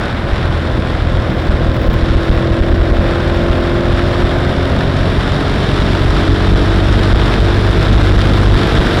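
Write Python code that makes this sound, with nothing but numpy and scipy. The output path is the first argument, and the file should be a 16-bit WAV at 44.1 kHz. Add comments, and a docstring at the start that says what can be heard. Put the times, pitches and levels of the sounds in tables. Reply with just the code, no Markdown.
"""A V-twin motorcycle heard from the rider's seat on a wet road: it slows at first, then slowly gathers speed.
Exhaust puffs are dip-and-crest pulses at uneven firing times; crank harmonics drone through fixed resonances.
The valve gear is noise gated by the firings, which also rings the casing.
Wind, spray and mist are coloured noises growing with speed; faint ticks sizzle at the very top.
The microphone flattens the hardest firings."""
import sys
import numpy as np
from scipy import signal
from scipy.fft import rfft, irfft
from scipy.io import wavfile
from scipy.ndimage import uniform_filter1d

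SR = 44100
rng = np.random.default_rng(int(sys.argv[2]) if len(sys.argv) > 2 else 0)


def dump(signal):
    """Clip the signal to [-1, 1] and save it as 16-bit WAV at the path in sys.argv[1]."""
    limited = np.clip(np.atleast_2d(signal).T, -1, 1)
    pcm = np.round(limited * 32767).astype(np.int16)
    wavfile.write(sys.argv[1], SR, pcm)


N = 396900

# engine speed: t/s, crank rate/Hz
CRANK_SPEED = [(0, 44.65), (.65, 40.2), (1.3, 40.1), (1.95, 40.95), (2.63, 42.03), (3.88, 43.35),
               (5.14, 45.3), (5.76, 45.9), (6.12, 46.5), (7.4, 49.0), (8.2, 49.65), (9, 50.8)]
# throttle: t/s, mean peak of a usual puff/dB
PUFF_LEVEL = [(0, -18.5), (.28, -21), (.45, -12.5), (2, -16), (3.6, -12.5), (5.5, -13.5), (6.8, -7.5),
              (8.53, -4.5), (8.7, -13.5)]
CRUISE_HZ = 45  # crank rate at cruising speed


def undb(db):
    """Decibels to gain."""
    return 10 ** (np.asarray(db) / 20)


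def unit(x):
    """Scale to rms 1."""
    return x / np.sqrt(np.mean(x ** 2))


def curve(table):
    """Second column of a table, joined by straight lines in time."""
    t_s, value = np.transpose(table)
    return np.interp(np.arange(N) / SR, t_s, value)


def octaves():
    """Engine speed in octaves above cruising speed."""
    return np.log2(curve(CRANK_SPEED) / CRUISE_HZ)


def colour(x, points):
    """Shape a sound by a spectrum of (f/Hz, level/dB) points, joined over log frequency; rms 1."""
    hz, db = np.transpose(points)
    f_hz = np.maximum(np.fft.rfftfreq(N, 1 / SR), 1)
    gain = undb(np.interp(np.log(f_hz), np.log(hz), db))
    return unit(irfft(rfft(x) * gain, N))


def noise(points):
    """Steady coloured noise, rms 1."""
    return colour(rng.standard_normal(N), points)


def ring(x, modes):
    """Drive a set of resonances; neighbours swing in opposite senses."""
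    out = np.zeros(N)
    for k, (hz, width_hz, db) in enumerate(modes):
        b, a = signal.iirpeak(hz, hz / width_hz, fs=SR)
        out += (-1) ** k * undb(db) * signal.lfilter(b, a, x)
    return unit(out)


def walk(rate_hz):
    """Smooth random wandering, rms 1: random steps averaged twice."""
    hold = int(SR / rate_hz)
    steps = np.repeat(rng.standard_normal(N // hold + 1), hold)
    return unit(uniform_filter1d(uniform_filter1d(steps, hold), hold)[:N])


def clicks(times_s, sizes):
    """One impulse at each time."""
    return np.bincount(np.clip(times_s * SR, 0, N).astype(int), sizes, N + 1)[:N]


def decay(taps, decay_s):
    """Exponential tail after each tap."""
    return signal.lfilter([1], [1, -np.exp(-1 / (decay_s * SR))], taps)


def firings(lag_turns):
    """One firing halfway through each crank turn, every second one late: the angle between the cylinders."""
    turns = np.cumsum(curve(CRANK_SPEED)) / SR
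    k = np.arange(int(turns[-1]))
    return np.interp(k + .5 + lag_turns * (k % 2), turns, np.arange(N) / SR)


def puffs(times_s, peaks_db, width_s, widen):
    """Each puff is a dip, then a crest of pressure; stronger ones last longer (width_s holds at 0 dB)."""
    out = np.zeros(N)
    for t_s, db in zip(times_s, peaks_db):
        i = np.arange(max(int(t_s * SR) - SR // 20, 0), min(int(t_s * SR) + SR // 20, N))
        u = (i / SR - t_s) / (width_s * undb(widen * db))
        out[i] += undb(db) * u * np.exp((1 - u ** 2) / 2)
    return out


def exhaust():
    """Thudding pressure puffs, less uneven as speed rises; a hard firing displaces any usual one near it."""
    # hardest firings: t/s, peak/dB
    hard = [(.333, -2.5), (.795, -6), (1.025, -5), (1.074, -4.5), (1.193, -6), (1.497, 0.5), (1.544, -1.5),
            (1.692, -2.5), (1.891, 3), (1.964, -5), (2.034, -0.5), (2.11, -2.5), (2.161, 1.5), (2.303, 3),
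            (2.376, -3.5), (2.518, -1.5), (2.614, 3), (2.708, -2.5), (2.735, -2), (2.805, 0.5),
            (2.825, -.5), (2.922, 0.5), (2.995, 0.5), (3.507, -1.5), (3.903, -4), (4.245, -0.5),
            (4.784, -5), (5.839, -4.5), (6.016, -3.5), (6.1, -2), (6.337, -1.5), (6.529, -2), (6.55, 2),
            (7.139, 4), (7.953, 1.5), (8.555, 1), (8.795, 0)]
    times_s = firings(lag_turns=0.065)
    at = np.minimum((times_s * SR).astype(int), N - 1)
    scatter_db = 3.5 - 1 * octaves()[at]
    peaks_db = curve(PUFF_LEVEL)[at] + scatter_db * rng.standard_normal(len(times_s))
    hard_s, hard_db = np.transpose(hard)
    usual = np.abs(times_s[:, None] - hard_s).min(axis=1) > .012
    usual_puffs = puffs(times_s[usual], peaks_db[usual], width_s=0.0027, widen=0.069)
    return usual_puffs + puffs(hard_s, hard_db, width_s=0.0031, widen=0.27)


def drone(waver_db, wobble_turns, boom_db):
    """Crank harmonics climb with speed; pipe and casing resonances lift those passing through."""
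    # drone swelling as the engine takes up the load: t/s, level of a 0 dB harmonic/dB
    swell = [(0, -41), (.8, -35), (2.5, -30), (4, -29), (5.5, -31.5), (6.6, -29), (7.8, -31.5), (9, -28.5)]
    # harmonics: multiple of crank rate, level when lugging/dB, level above cruising speed/dB
    harmonics = [(3.006, 5, 1), (3.53, -13, -2.5), (4.013, -7, 1), (5.003, -6, -4), (6, -2.5, -1),
                 (6.47, -13.5, -5), (7, -14, -1.5), (8, 0, -1.5), (9.01, 0, 2.5), (10.02, -19, -8.5),
                 (10.96, -7, -19), (11.99, 0, -25), (13.03, 0, -4), (14.02, -2, -12), (15, -3.5, -20),
                 (16, -7, -25), (23.87, -19.5, -21), (25, -20.5, -15), (26, -18, -17), (27.24, -17, -13)]
    # pipe and casing resonances: f/Hz, width/Hz, lift/dB
    lifts = [(268.4, 26, 5.5), (338.2, 32.4, 8.5), (1067, 54, 10.5)]
    change_octaves = 0.0083  # centre and scale of the change from lugging to fast levels
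    crank_hz, level_db = curve(CRANK_SPEED), curve(swell)
    fast = (1 + np.tanh((octaves() - change_octaves) / change_octaves)) / 2
    turns = np.cumsum(crank_hz) / SR + wobble_turns * walk(25)
    # second harmonic booms as the throttle opens
    out = undb(curve(PUFF_LEVEL) + boom_db + 1.8 * walk(14)) * np.sin(4 * np.pi * turns)
    for k, lugging_db, fast_db in harmonics:
        lift_db = np.zeros(N)
        for hz, width_hz, db in lifts:
            lift_db += db / (1 + (2 * (k * crank_hz - hz) / width_hz) ** 4)
        pattern_db = lugging_db + fast * (fast_db - lugging_db)
        gain = undb(level_db + pattern_db + lift_db + waver_db * walk(12))
        out += np.sqrt(2) * gain * np.sin(2 * np.pi * k * turns)
    return out


def clatter(decay_s, scatter_db, attack_s):
    """Valve gear envelope, rms 1: a short, uneven rattle with each firing."""
    times_s = firings(lag_turns=.125)
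    taps = clicks(times_s, undb(scatter_db * rng.standard_normal(len(times_s))))
    return unit(uniform_filter1d(decay(taps, decay_s), int(attack_s * SR) + 1))


def casing(db):
    """Valve gear keeps the engine casing ringing: clatter-gated noise drives its resonances."""
    # casing resonances: f/Hz, width/Hz, relative level/dB
    modes = [(1036, 11, 7), (1273, 16, 0), (1580, 92, -6.5)]
    rattle = rng.standard_normal(N) * clatter(decay_s=0.0054, scatter_db=1.5, attack_s=.001)
    return ring(rattle, modes) * undb(db)


def buffet():
    """Air buffets the fairing: low noise, growing with speed."""
    # spectrum: f/Hz, level/dB
    spectrum = [(20, -8), (40, 4.5), (110, 2.5), (170, 0.5), (250, -2.5), (450, -8), (680, -8.5),
                (850, -19.5), (1500, -60)]
    return noise(spectrum) * undb(-16 + 10.5 * octaves() + 0.67 * walk(14))


def wind():
    """Mid-band rush of air, growing with speed."""
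    # spectrum: f/Hz, level/dB
    spectrum = [(300, -36), (600, -7), (800, -2), (1150, -2.5), (1350, -0.5), (1650, -2), (2000, -6),
                (2500, -11), (3500, -18.5), (6000, -83)]
    return noise(spectrum) * undb(-23.5 + 13.5 * octaves())


def spray(grain_db):
    """Tyre spray: noise made grainy by exponentially spread droplet strengths, then coloured."""
    # spectrum: f/Hz, level/dB
    spectrum = [(1500, -4.5), (2400, -7), (3100, 0.5), (3650, 4), (4100, -2.5), (4800, -6.5), (5450, -8),
                (6300, -20.5), (7500, -19), (9000, -25.5), (9800, -20), (10700, -30.5), (12200, -38),
                (13500, -48)]
    # spray: t/s, level/dB
    level = [(0, -32.5), (.7, -33), (1.5, -33.8), (2.1, -31), (3, -32.5), (5.5, -28), (9, -25)]
    droplets = rng.standard_normal(N) * undb(grain_db * np.minimum(rng.exponential(size=N), 6))
    return colour(droplets, spectrum) * undb(curve(level))


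def mist():
    """Fine mist hissing at the top, thickening quickly with speed."""
    # spectrum: f/Hz, level/dB
    spectrum = [(6000, -10), (9000, -1), (12000, -1), (15500, -4), (17000, -20)]
    return noise(spectrum) * undb(-66 + 62 * octaves() + 2.5 * walk(150))


def rush(clatter_db, flutter_db, grain_db, gust_db):
    """Air and spray; the valve rattle pulses wind, spray and mist, so shares their colour."""
    rattle = undb(clatter_db) * clatter(decay_s=0.0031, scatter_db=2, attack_s=.001)
    flutter = undb(flutter_db * walk(45) + gust_db * walk(5.5))
    pulse = unit(np.sqrt(1 + rattle ** 2) * flutter)
    return buffet() + pulse * (wind() + spray(grain_db) + mist())


def sizzle(scatter_db, decay_s):
    """Flurries of faint, thin ticks far up in the treble: decaying bursts of hiss."""
    # flurries: start/s, end/s, mean tick level/dB
    flurries = [(1.283, 1.5, -52), (1.747, 1.95, -45), (2.22, 2.42, -48), (2.6, 4.4, -56)]
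    ticks_per_s = 45
    taps = np.zeros(N)
    for start_s, end_s, db in flurries:
        slots_s = np.arange(start_s, end_s, 1 / ticks_per_s)
        late, size = rng.uniform(-1, 1, (len(slots_s), 2)).T
        taps += clicks(slots_s + late / ticks_per_s / 2, undb(db + scatter_db * size))
    hiss = noise([(10000, -39), (12500, -8), (15000, 0), (16000, -1), (18000, -23)])
    return hiss * decay(taps, decay_s)


def scene():
    """Engine, wind and wet road at one microphone."""
    engine = exhaust() + drone(waver_db=1, wobble_turns=0.0013, boom_db=-15.5) + casing(db=-38.0)
    air = rush(clatter_db=-7, flutter_db=0.77, grain_db=3.0, gust_db=0.4)
    return (engine + air + sizzle(scatter_db=5, decay_s=.004))[None]


def record(dry):
    """The microphone flattens the big puffs, choking the hiss for a moment; a steep low-pass cuts the top."""
    ceiling, knee, top_hz = .63, 12, 15900
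    clipped = dry / (1 + np.abs(dry / ceiling) ** knee) ** (1 / knee)
    return signal.sosfilt(signal.ellip(10, .2, 90, top_hz, fs=SR, output="sos"), clipped)


dry = scene()
out = record(dry)
dump(out)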